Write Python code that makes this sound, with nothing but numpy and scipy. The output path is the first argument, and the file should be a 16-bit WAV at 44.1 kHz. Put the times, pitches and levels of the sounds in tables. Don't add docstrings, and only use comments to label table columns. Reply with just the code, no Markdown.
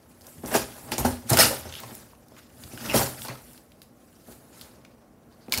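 import sys
import numpy as np
from scipy import signal
from scipy.fft import rfft, irfft, next_fast_len
from scipy.io import wavfile
from scipy.ndimage import uniform_filter1d, minimum_filter1d, map_coordinates

SR = 44100
rng = np.random.default_rng(int(sys.argv[2]) if len(sys.argv) > 2 else 0)


def materialize(psi):
    bounded = np.clip(np.atleast_2d(psi).T, -1, 1)
    quanta = np.round(bounded * 32767).astype(np.int16)
    wavfile.write(sys.argv[1], SR, quanta)


def gain_from_db(level_db):
    decades = np.asarray(level_db, float) / 20
    return 10 ** decades


N = 246959
T = np.arange(N) / SR

# frequency in Hz, width in Hz, level in dB.
AIR_MODES = [(188.5, 37, -7), (235.7, 33, -1.5), (321, 67, -8.5)]
# frequency in Hz, width in Hz, level in dB.
PANEL_MODES = [(387.5, 75, -1), (543, 55, 3.5), (631, 54, 4), (831.5, 120, 2.5), (1004, 210, -1),
               (1490, 790, -7.5)]
# frequency in Hz, width in Hz, level in dB.
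DESK_MODES = [(62.1, 13, -5), (82, 8.6, -5), (119.5, 23, -1)]


def unit(x):
    return x / np.sqrt(np.mean(x ** 2) + 1e-20)


def along(points, hz):
    f, v = np.transpose(points)
    return np.interp(np.log(hz + 1), np.log(f + 1), v)


def curves(rows):
    s, *columns = np.transpose(rows)
    return [np.interp(T, s, c) for c in columns]


def wobble(rate):
    return map_coordinates(rng.standard_normal(int(N * rate / SR) + 40), [T * rate])


def filtered(x, response):
    m = next_fast_len(len(x) + SR // 2)
    hz = np.fft.rfftfreq(m, 1 / SR)
    return irfft(rfft(x, m) * response(hz), m)[:len(x)]


def resonant(modes):
    def response(f):
        total = 0
        for k, (center, width, db) in enumerate(modes):
            damping = 1j * f * width
            total = total + (-1) ** k * gain_from_db(db) * damping / (center * center - f * f + damping)
        return total
    return response


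def narrow(hz, width_hz, count):
    mode = resonant([(hz, width_hz, 0)])
    return unit(filtered(rng.standard_normal(count), lambda f: mode(f) ** 2))


def fan():
    # frequency in Hz, density in dB per Hz.
    air_spectrum = [(18, -45.5), (38, -2.5), (121, -2.5), (239, 0), (404, -6), (499, -5), (780, -10),
                    (937, -22.5), (1040, -15), (3580, -35.5), (12000, -33.5), (16000, -32)]
    # frequency in Hz, width in Hz, rms level in dB.
    whine = [
        (239, 5.3, -66.5),
        (1080, 90, -78),
        (5850, 60, -87),
    ]
    air = unit(filtered(rng.standard_normal(N), lambda f: gain_from_db(along(air_spectrum, f))))
    tones = sum(gain_from_db(db + 0.6 * wobble(2.0)) * narrow(hz, width_hz, count=N) for hz, width_hz, db in whine)
    return gain_from_db(-57 + 0.6 * wobble(2.5)) * air + tones


def room(x):
    # frequency in Hz, t60 in s.
    decay = [(100, 0.4), (1000, .3), (5000, 0.31), (14000, 0.18)]
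    hz, t, z = signal.stft(rng.standard_normal(SR // 2), SR, nperseg=256)
    tail = signal.istft(z * gain_from_db(-60 * t / along(decay, hz)[:, None]), SR, nperseg=256)[1]
    delayed = np.pad(x, (250, 0))
    return signal.fftconvolve(delayed, tail / np.linalg.norm(tail))[:N]


def strokes(rows, resting_db, second_db):
    swing_db = 20
    t = T[::16]
    power = gain_from_db(2 * np.array([resting_db, second_db])[:, ::16])
    for s, db, rise, fall, share_db in rows:
        shape = db - swing_db * np.maximum((s - t) / max(rise, 0.002), (t - s) / max(fall, 0.002))
        power = power + gain_from_db(2 * shape) * gain_from_db(2 * np.array([[0], [share_db]]))
    return [np.interp(T, t, 10 * np.log10(p)) for p in power]


def friction(level_db, response, catches, grit_db, clump_db):
    draw = rng.random((2, N))
    caught = draw[0] < catches / SR
    grit = caught * gain_from_db(-grit_db * np.log(draw[1] + 0.11)) * np.sqrt(SR / catches)
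    force = unit(rng.standard_normal(N) * (1 + 0.37 * grit) * gain_from_db(clump_db * wobble(60)))
    late = minimum_filter1d(level_db, size=351, origin=175)
    gain = np.sqrt(np.mean(np.abs(response(np.arange(SR // 2))) ** 2))
    return filtered(gain_from_db(late) * force, response) / gain


def patchy(x):
    z = signal.stft(x, nperseg=256)[2]
    field = uniform_filter1d(rng.standard_normal(z.shape), size=4, axis=0)
    field = uniform_filter1d(field, size=5, axis=1)
    return signal.istft(z * gain_from_db(3 * unit(field)), nperseg=256)[1][:N]


def rubbing():
    # frequency in Hz, density in dB per Hz.
    skin = [(2500, -29), (5000, -16.5), (7000, 1.5), (10000, 6), (13000, 4.5), (16000, -2)]
    # frequency in Hz, density in dB per Hz.
    edges = [(700, -32), (1300, -1.5), (2000, -4.5), (3500, -6.5), (5200, -4), (7000, -8.5), (10000, -23.5)]
    # time in s, slide level in dB, weight on the walls in dB over the slide.
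    grip = [(0.0, -67, 10), (.4, -59.5, -6), (.64, -49.5, 3.5), (.86, -49, -2), (1.25, -55.5, 4.5),
            (1.62, -59.5, 5), (1.9, -52, 5), (2.1, -67, 6), (2.5, -69.5, 9), (2.75, -55, 2),
            (3.15, -56.5, 2), (3.53, -53.5, -7), (3.67, -66, 2.5), (3.93, -69.5, 5), (4.02, -64, -4),
            (4.6, -62.5, 7.5), (5.15, -77, 12.5), (5.44, -66.5, 7)]
    # peak in s, rustle in dB, rise in s, fall in s, scrape in dB over the rustle.
    rubs = [(.09, -60, 0.062, 0.11, -19), (.28, -50, 0.12, 0.36, -5), (.47, -39.5, 0.047, .3, -3.5),
            (.545, -22.5, 0.039, 0.08, 2), (.913, -29.5, 0.0096, 0.051, 3),
            (.982, -26.5, 0.013, 0.065, -1.5), (1.043, -27.5, 0.006, 0.11, 0.5),
            (1.292, -16, 0.007, 0.024, -3), (1.335, -23.5, 0.046, 0.051, 1.5),
            (1.3652, -15.5, 0.0045, 0.045, -3), (1.384, -14, .006, 0.15, -0.5),
            (1.78, -49.5, 0.17, 0.24, 6), (1.96, -49, 0.31, 0.21, -2), (2.385, -56, 0.13, 0.089, 5),
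            (2.63, -48.5, 0.14, 0.27, -7.5), (2.89, -39, 0.27, 0.35, 1.5), (2.95, -19.5, 0.029, 0.15, -1.7),
            (3.23, -36, 0.081, 0.079, -4), (3.285, -51, 0.028, 0.15, 6.5), (3.82, -48, 0.0092, 0.032, -5),
            (4.31, -46.5, 0.081, 0.11, -6), (4.61, -50.5, 0.17, 0.17, -1), (5.53, -29.5, 0.019, 0.058, 1.5),
            (5.58, -27.5, 0.019, 0.019, 4)]
    # peak in s, panel rumble in dB, rise in s, fall in s, boom in dB over the rumble.
    jerks = [(.28, -44.5, 0.08, 0.032, -12), (.39, -54, 0.09, .04, 11), (.445, -36.5, 0.028, 0.12, 5),
             (.51, -43, 0.015, 0.068, 7), (.543, -15, 0.045, 0.039, -12), (.913, -26, 0.0087, 0.056, -2),
             (.89, -36.5, 0.061, 0.044, 3), (1.0, -31.5, 0.035, 0.078, 5),
             (1.0445, -13.5, 0.0037, 0.041, -9), (1.08, -37, 0.054, 0.13, 5),
             (1.31, -16.5, 0.022, 0.041, 3), (1.34, -18, 0.031, 0.031, -1), (1.385, -15.5, 0.04, 0.05, -6),
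             (1.432, -21, 0.05, 0.066, 2), (1.51, -29.5, 0.026, 0.11, -3), (1.67, -40.5, 0.068, 0.073, 4.5),
             (1.84, -40, 0.067, 0.041, -13), (2.64, -50, 0.17, 0.12, 7.5), (2.89, -32.5, 0.14, 0.24, 2.5),
             (2.94, -18.5, 0.028, 0.13, -3.5), (3.21, -52.5, 0.043, .04, 15), (3.279, -38, .008, 0.11, -3),
             (4.285, -50, 0.037, 0.12, 4), (5.52, -30.5, 0.019, 0.087, -8), (5.59, -42, 0.1, .06, 11)]
    slide_db, weight_db = curves(grip)
    scrape_db = slide_db - 2 + 0.29 * weight_db
    rumble_db = slide_db + weight_db
    fine_db, coarse_db = strokes(rubs, slide_db, scrape_db)
    panel_db, boom_db = strokes(jerks, rumble_db, rumble_db + 2.5)
    fine = friction(fine_db - 1.5, lambda f: gain_from_db(along(skin, f)), catches=2300, grit_db=-0.5, clump_db=0.5)
    coarse = friction(coarse_db - 3, lambda f: gain_from_db(along(edges, f)), catches=450, grit_db=0.3, clump_db=2.5)
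    panels = friction(panel_db - 4, resonant(PANEL_MODES), catches=400, grit_db=1.2, clump_db=2.5)
    boom = friction(boom_db - 7, resonant(DESK_MODES + AIR_MODES), catches=800, grit_db=-0.4, clump_db=1.0)
    return gain_from_db(-1) * patchy(fine + coarse) + panels + boom


def damped_notes(rows, attack_s):
    out, t = np.zeros(N + SR), np.arange(SR // 2) / SR
    for s, hz, t60, db in rows:
        envelope = gain_from_db(db - 60 * t / t60) * (1 - np.exp(-t / attack_s))
        out[round(s * SR):][:len(t)] += envelope * np.sin(2 * np.pi * hz * t)
    return out[:N]


def thumps():
    # start in s, frequency in Hz, t60 in s, level in dB.
    rocking = [(.21, 85, 0.11, -48.5), (.372, 92, 0.11, -39.5), (.37, 155, 0.12, -41.5),
               (.43, 155, 0.1, -38), (.438, 83, .1, -42), (.525, 239, 0.076, -23), (.55, 321, 0.12, -26),
               (.556, 130, 0.099, -29.5), (.56, 186, .1, -34), (.612, 64, 0.13, -37),
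               (.912, 230, 0.16, -29), (.978, 280, .08, -32), (1.077, 250, .2, -26), (.57, 80, .12, -36),
               (1.6, 80, .15, -42), (2.4, 70, .15, -56), (2.52, 75, .12, -51), (3.42, 60.3, .2, -50.5),
               (4.62, 74.9, .2, -51.5), (2.805, 230, 0.22, -37.5), (3.37, 248, .08, -45),
               (.995, 128, 0.16, -26.5), (1.245, 110, 0.13, -40), (1.25, 235, 0.13, -36.5),
               (1.305, 287.5, 0.14, -27.5), (1.37, 239, 0.18, -27.5), (1.436, 109, .14, -27),
               (1.535, 121, 0.19, -40), (1.66, 82.5, 0.11, -37), (1.85, 127.3, 0.14, -41),
               (2.6, 239, 0.16, -48), (2.63, 83.4, .13, -42.5), (2.733, 119, .11, -45),
               (2.87, 205, 0.15, -33.5), (2.9415, 229.6, 0.12, -19.5), (2.985, 121, 0.12, -22.5),
               (3.2, 92, 0.067, -38), (3.281, 190, 0.098, -40), (3.72, 95, .1, -54.5),
               (4.275, 239, 0.13, -45.5), (5.572, 85.2, .14, -29)]
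    return gain_from_db(5.5) * damped_notes(rocking, attack_s=0.013)


def wall_drums():
    # start in s, frequency in Hz, t60 in s, level in dB.
    springing = [(1.049, 241, 0.18, -14.5), (1.313, 124, 0.2, -16.5), (1.056, 83, .17, -23),
                 (1.11, 63, .25, -34.5), (.995, 63, .18, -27), (2.942, 134, 0.12, -23),
                 (3.03, 130, 0.27, -33.5), (3.295, 126, 0.16, -31.5), (.553, 670, 0.062, -18),
                 (.578, 555, .04, -25), (1.655, 636, .05, -34), (1.333, 660, 0.067, -14.5),
                 (1.388, 650, .05, -14), (1.507, 553, 0.068, -22), (2.94, 560, 0.065, -18),
                 (2.96, 450, 0.046, -23)]
    return damped_notes(springing, attack_s=0.002)


def pings():
    # start in s, frequency in Hz, t60 in s, level in dB.
    clicks = [(.54, 2790, 0.05, -31), (.543, 5760, .03, -28), (.54, 1620, 0.068, -26.5),
              (.55, 776, 0.025, -11.5), (.92, 855, 0.05, -24), (.9815, 2300, .03, -32.5),
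              (.9885, 897, 0.019, -22), (1.0, 620, .02, -28.5), (1.022, 650, .03, -28),
              (1.063, 5800, .01, -26), (1.0495, 770, 0.018, -15.5), (1.062, 900, .03, -21.5),
              (1.3315, 5170, 0.017, -15.5), (1.3315, 2300, .02, -28), (1.3715, 7520, .012, -13.5),
              (1.3715, 14000, .008, -12), (1.381, 1500, 0.0088, -16.5), (1.3895, 5100, .008, -8),
              (1.4, 5120, .008, -7.5), (1.411, 5000, .008, -9.5), (1.429, 1390, .012, -16),
              (1.371, 5340, .015, -24.5), (1.371, 1390, .02, -19.5), (1.834, 1048, 0.049, -37),
              (2.776, 1490, 0.015, -33), (2.783, 2900, .012, -35.5), (2.775, 2410, .015, -42.5),
              (2.94, 2030, .02, -25.5), (2.952, 706, 0.021, -19), (2.992, 1114, 0.025, -25),
              (2.841, 1850, .03, -40), (2.92, 2100, .015, -26), (3.247, 1490, .02, -36),
              (3.285, 1066, .03, -33.5), (3.3, 1900, .02, -38), (3.354, 1300, 0.043, -43),
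              (4.286, 628, 0.055, -45), (4.298, 400, 0.038, -44.5), (5.523, 2350, 0.02, -20),
              (5.526, 1040, 0.056, -32), (5.537, 3600, .015, -26), (5.576, 900, 0.033, -34)]
    return gain_from_db(3.5) * damped_notes(clicks, attack_s=0.00083)


def knocks():
    # start in s, peak in dB, enclosed air in dB, desk thump in dB.
    blows = [(0.266, -54, -14, -19), (0.436, -22, -7, -28), (0.548, -8.5, -14, -35),
             (0.921, -20, -8.5, -39), (0.981, -16, -13.5, -20), (1.049, -8.5, -29, -37),
             (1.313, -11.5, -15, -13), (1.334, -12.5, -12.5, -12), (1.391, -15, -15, -21.5),
             (1.51, -23, -27, -12.5), (1.6545, -25.5, -16, -14), (1.833, -38, -20.5, 4),
             (1.915, -33, -3.5, -11), (2.318, -36, -20, -13), (2.733, -29, -5, -10), (2.842, -34, -3, -12),
             (2.9405, -13, -21, -19), (2.959, -10.5, -14, -18), (2.993, -16, -15, -22),
             (3.249, -31, -19, -21), (3.283, -28, -10.5, -17), (3.303, -36.5, -13, -10),
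             (4.282, -38, -14, -19.5), (5.482, -27, -4.5, -17), (5.583, -26, -20, 1)]
    panels, air, desk = resonant(PANEL_MODES), resonant(AIR_MODES), resonant(DESK_MODES)
    out, t = np.zeros(N + SR), np.arange(SR // 3) / SR
    for s, db, air_db, desk_db in blows:
        push = 5 * gain_from_db(-60 * t / 0.003) + rng.standard_normal(len(t)) * gain_from_db(-60 * t / 0.074)

        def struck(f):
            body = panels(f) + gain_from_db(air_db + 18.5) * air(f) + gain_from_db(desk_db + 17) * desk(f)
            return body / (1 + 1j * f / 1800) ** 2

        sound = filtered(push, struck)
        out[round(s * SR):][:len(t)] += gain_from_db(db - 4.5) * (1 - t / t[-1]) * sound / np.abs(sound).max()
    return out[:N]


def squeaks():
    # start in s, length in s, frequency in Hz, width in Hz, level in dB.
    slips = [(1.387, .022, 5200, 400, -17.5), (1.408, 0.016, 5100, 500, -22),
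             (1.397, 0.019, 1885, 200, -19), (1.432, 0.03, 4700, 340, -26.5),
             (1.422, 0.019, 2800, 280, -22.5), (1.408, 0.013, 4250, 300, -23),
             (1.392, .018, 6700, 460, -23.5), (1.452, 0.016, 2800, 270, -29),
             (3.285, 0.044, 1500, 1200, -43), (3.243, 0.032, 840, 470, -41.5),
             (1.424, 0.012, 1390, 120, -17), (2.803, 0.007, 1460, 220, -37), (2.888, 0.033, 2730, 260, -30),
             (1.398, 0.045, 10300, 600, -22), (1.4, .035, 8500, 500, -24), (1.4, .025, 12000, 500, -25.5),
             (1.72, 0.077, 11000, 2500, -49), (4.612, 0.038, 4800, 2700, -54),
             (2.903, 0.024, 5400, 430, -37), (2.938, 0.023, 5370, 592, -32),
             (2.96, 0.035, 5600, 450, -29.5), (2.364, 0.043, 1430, 1200, -52),
             (3.284, 0.028, 2200, 1300, -42), (5.536, 0.0088, 2200, 620, -23.5),
             (2.955, 0.022, 3170, 350, -32), (1.752, 0.043, 3400, 1400, -44), (5.405, .05, 4600, 1900, -61),
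             (5.32, 0.028, 4500, 1200, -64.5)]
    steady = 0.6
    count = 4000
    out = np.zeros(N + SR)
    for s, length, hz, width_hz, db in slips:
        phase = np.clip(np.arange(count) / (length * SR), 0, 1)
        swell = np.sin(np.pi * phase).clip(0) ** 0.45
        tone = narrow(hz, width_hz, count)
        evened = tone / (np.abs(signal.hilbert(tone)) + 0.092) ** steady
        out[round(s * SR):][:count] += gain_from_db(db) * swell * evened
    return out[:N]


def snaps(rows, t60):
    out, t = np.zeros(N + SR), np.arange(SR // 10) / SR
    spray = resonant([(11500, 9400, 0.00033)])
    onset = 0.0006
    for s, db, hz, bright_db in rows:
        fall = gain_from_db(-60 * (t - onset) / t60) + 0.65 * gain_from_db(-60 * (t - onset) / 0.0028)
        burst = rng.standard_normal(len(t)) * fall * (t > onset)
        burst[27] = 5.3
        tint = resonant([(hz, 0.55 * hz, 5)])
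        sound = filtered(burst, lambda f: tint(f) ** 1.21 + gain_from_db(bright_db + 12) * spray(f))
        out[round(s * SR):][:len(t)] += gain_from_db(db) * sound / np.abs(sound).max()
    return out[:N]


def fibres():
    # start in s, peak in dB, center in Hz, brightness in dB.
    ticks = [(.2093, -39, 5630, -12), (.2674, -28, 5830, -4), (.7415, -40, 3500, -20),
             (1.7245, -27.5, 3170, -32), (1.8017, -22, 14500, -22), (1.8334, -33.5, 2000, -30),
             (1.909, -37, 1890, -22), (1.9511, -23, 13000, -8), (2.133, -44, 897, -30),
             (2.2836, -42, 5750, -8.5), (2.3656, -41, 2000, -27), (2.3908, -42, 2820, -18),
             (2.6365, -28.5, 4130, -28), (2.7329, -38, 6060, -13), (3.2716, -29.5, 3800, -26),
             (3.3522, -37, 5600, -26), (3.5328, -36.5, 7500, -10), (3.5767, -37.5, 3670, -20),
             (3.7185, -42.5, 3020, -23), (3.8176, -32.5, 3530, -15), (4.1283, -47.5, 2794, -12.5),
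             (4.3226, -40.5, 6670, -11.5), (4.6117, -28.5, 3860, -19), (4.849, -39, 2400, -32),
             (5.3247, -49, 4700, -15), (5.4826, -42, 1810, -23.5)]
    return snaps(ticks, t60=0.022)


def crackle():
    # start in s, peak in dB, center in Hz.
    strands = [(0.2142, -39.5, 10600), (0.218, -37, 5900), (0.3797, -42, 6200), (0.4548, -38, 8200),
               (0.508, -30, 10500), (0.5461, -12, 2800), (0.7953, -38, 10600), (0.7235, -35, 3000),
               (0.927, -24.5, 2920), (0.9808, -13, 5100), (0.9891, -19.5, 8100), (1.2556, -46, 10200),
               (1.3026, 1, 10300), (1.3239, -19, 9900), (1.3326, -6, 5100), (1.3395, -17.5, 7800),
               (1.3502, -18, 8500), (1.3714, -7.5, 7500), (1.42, -6.5, 4800), (1.4971, -21, 8500),
               (1.7391, -28, 3200), (1.752, -28, 3000), (1.7799, -36, 3800), (1.9695, -38, 5800),
               (1.9998, -40, 5500), (2.0458, -47, 2400), (2.7362, -34, 12100), (2.8575, -28, 7500),
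               (2.8864, -25, 2900), (2.8902, -25, 2500), (2.8984, -22, 2500), (2.9048, -21, 2600),
               (2.9134, -24, 3000), (2.9199, -24, 2400), (2.9435, -20, 5300), (2.9744, -12, 12900),
               (2.9906, -18, 5600), (3.0492, -20, 10000), (3.0605, -21, 11900), (3.2138, -32, 11500),
               (3.2188, -22.5, 3940), (3.3034, -32, 2100), (3.3555, -37, 2200), (4.5949, -37, 3900),
               (4.6188, -32, 4900), (5.497, -39, 4900), (5.5086, -46, 4700), (5.53, -16, 5000),
               (5.5377, -13, 2500), (5.5551, -20, 5500), (5.576, -14, 5530)]
    bright_db = -22.5
    return snaps([(s, db - 2.5, hz, bright_db) for s, db, hz in strands], t60=0.009)


def tape():
    # start in s, peak in dB, center in Hz, brightness in dB.
    releases = [(.4598, -26.5, 5700, -19), (.5296, -28, 2800, -12), (.9189, -15.5, 2720, -18),
                (.9809, -12, 5540, -13), (.9904, -31, 5310, -7.5), (1.0478, -24, 5200, -16),
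                (1.3024, -12, 10500, -6), (1.3327, -11, 5060, -24), (1.3711, -8, 2680, -16),
                (1.388, -6.5, 5160, -21), (1.3971, -4, 5270, -19), (1.4029, 1, 4990, -19),
                (1.739, -26.5, 3200, -32), (1.7523, -25.5, 2890, -33.5), (2.7752, -28, 2600, -24),
                (2.8608, -22, 4200, -22), (2.8972, -20, 2680, -26), (2.9395, -23, 2010, -22),
                (3.2191, -26, 3940, -18), (3.2495, -27, 5200, -22), (3.2832, -23.5, 4200, -23.5),
                (5.4953, -37, 4707, -3), (5.5224, -8, 4140, -19), (5.5294, -14.5, 4800, -16),
                (5.5374, -9.5, 4770, -10), (5.5454, -15, 4750, -19), (5.5754, -12, 5150, -9),
                (5.5834, -18.5, 5300, -7)]
    return snaps(releases, t60=0.019)


def scene():
    sudden = tape() + knocks()
    notes = wall_drums() + thumps() + pings()
    slide = rubbing() + squeaks() + fibres() + crackle()
    echo = room(gain_from_db(-6.5) * sudden + gain_from_db(-12) * notes + gain_from_db(-10) * slide)
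    return (sudden + notes + slide + echo + fan())[None]


def low_pass(x):
    return signal.sosfilt(signal.butter(12, 16850, fs=SR, output="sos"), x)


def record(dry):
    x = dry / (1 + np.abs(dry / 0.95) ** 4) ** (1 / 4)
    top_hz, bass_hz = 15900, 47

    def microphone(f):
        g = f + 1e-3
        bass_cut = (g * g / (g * g - bass_hz ** 2 - 1j * g * 50)) ** 2
        return bass_cut * np.clip((top_hz - f) / 250, 3e-3, 1)

    return low_pass(filtered(x[0], microphone)[None])


dry = scene()
out = record(dry)
materialize(out)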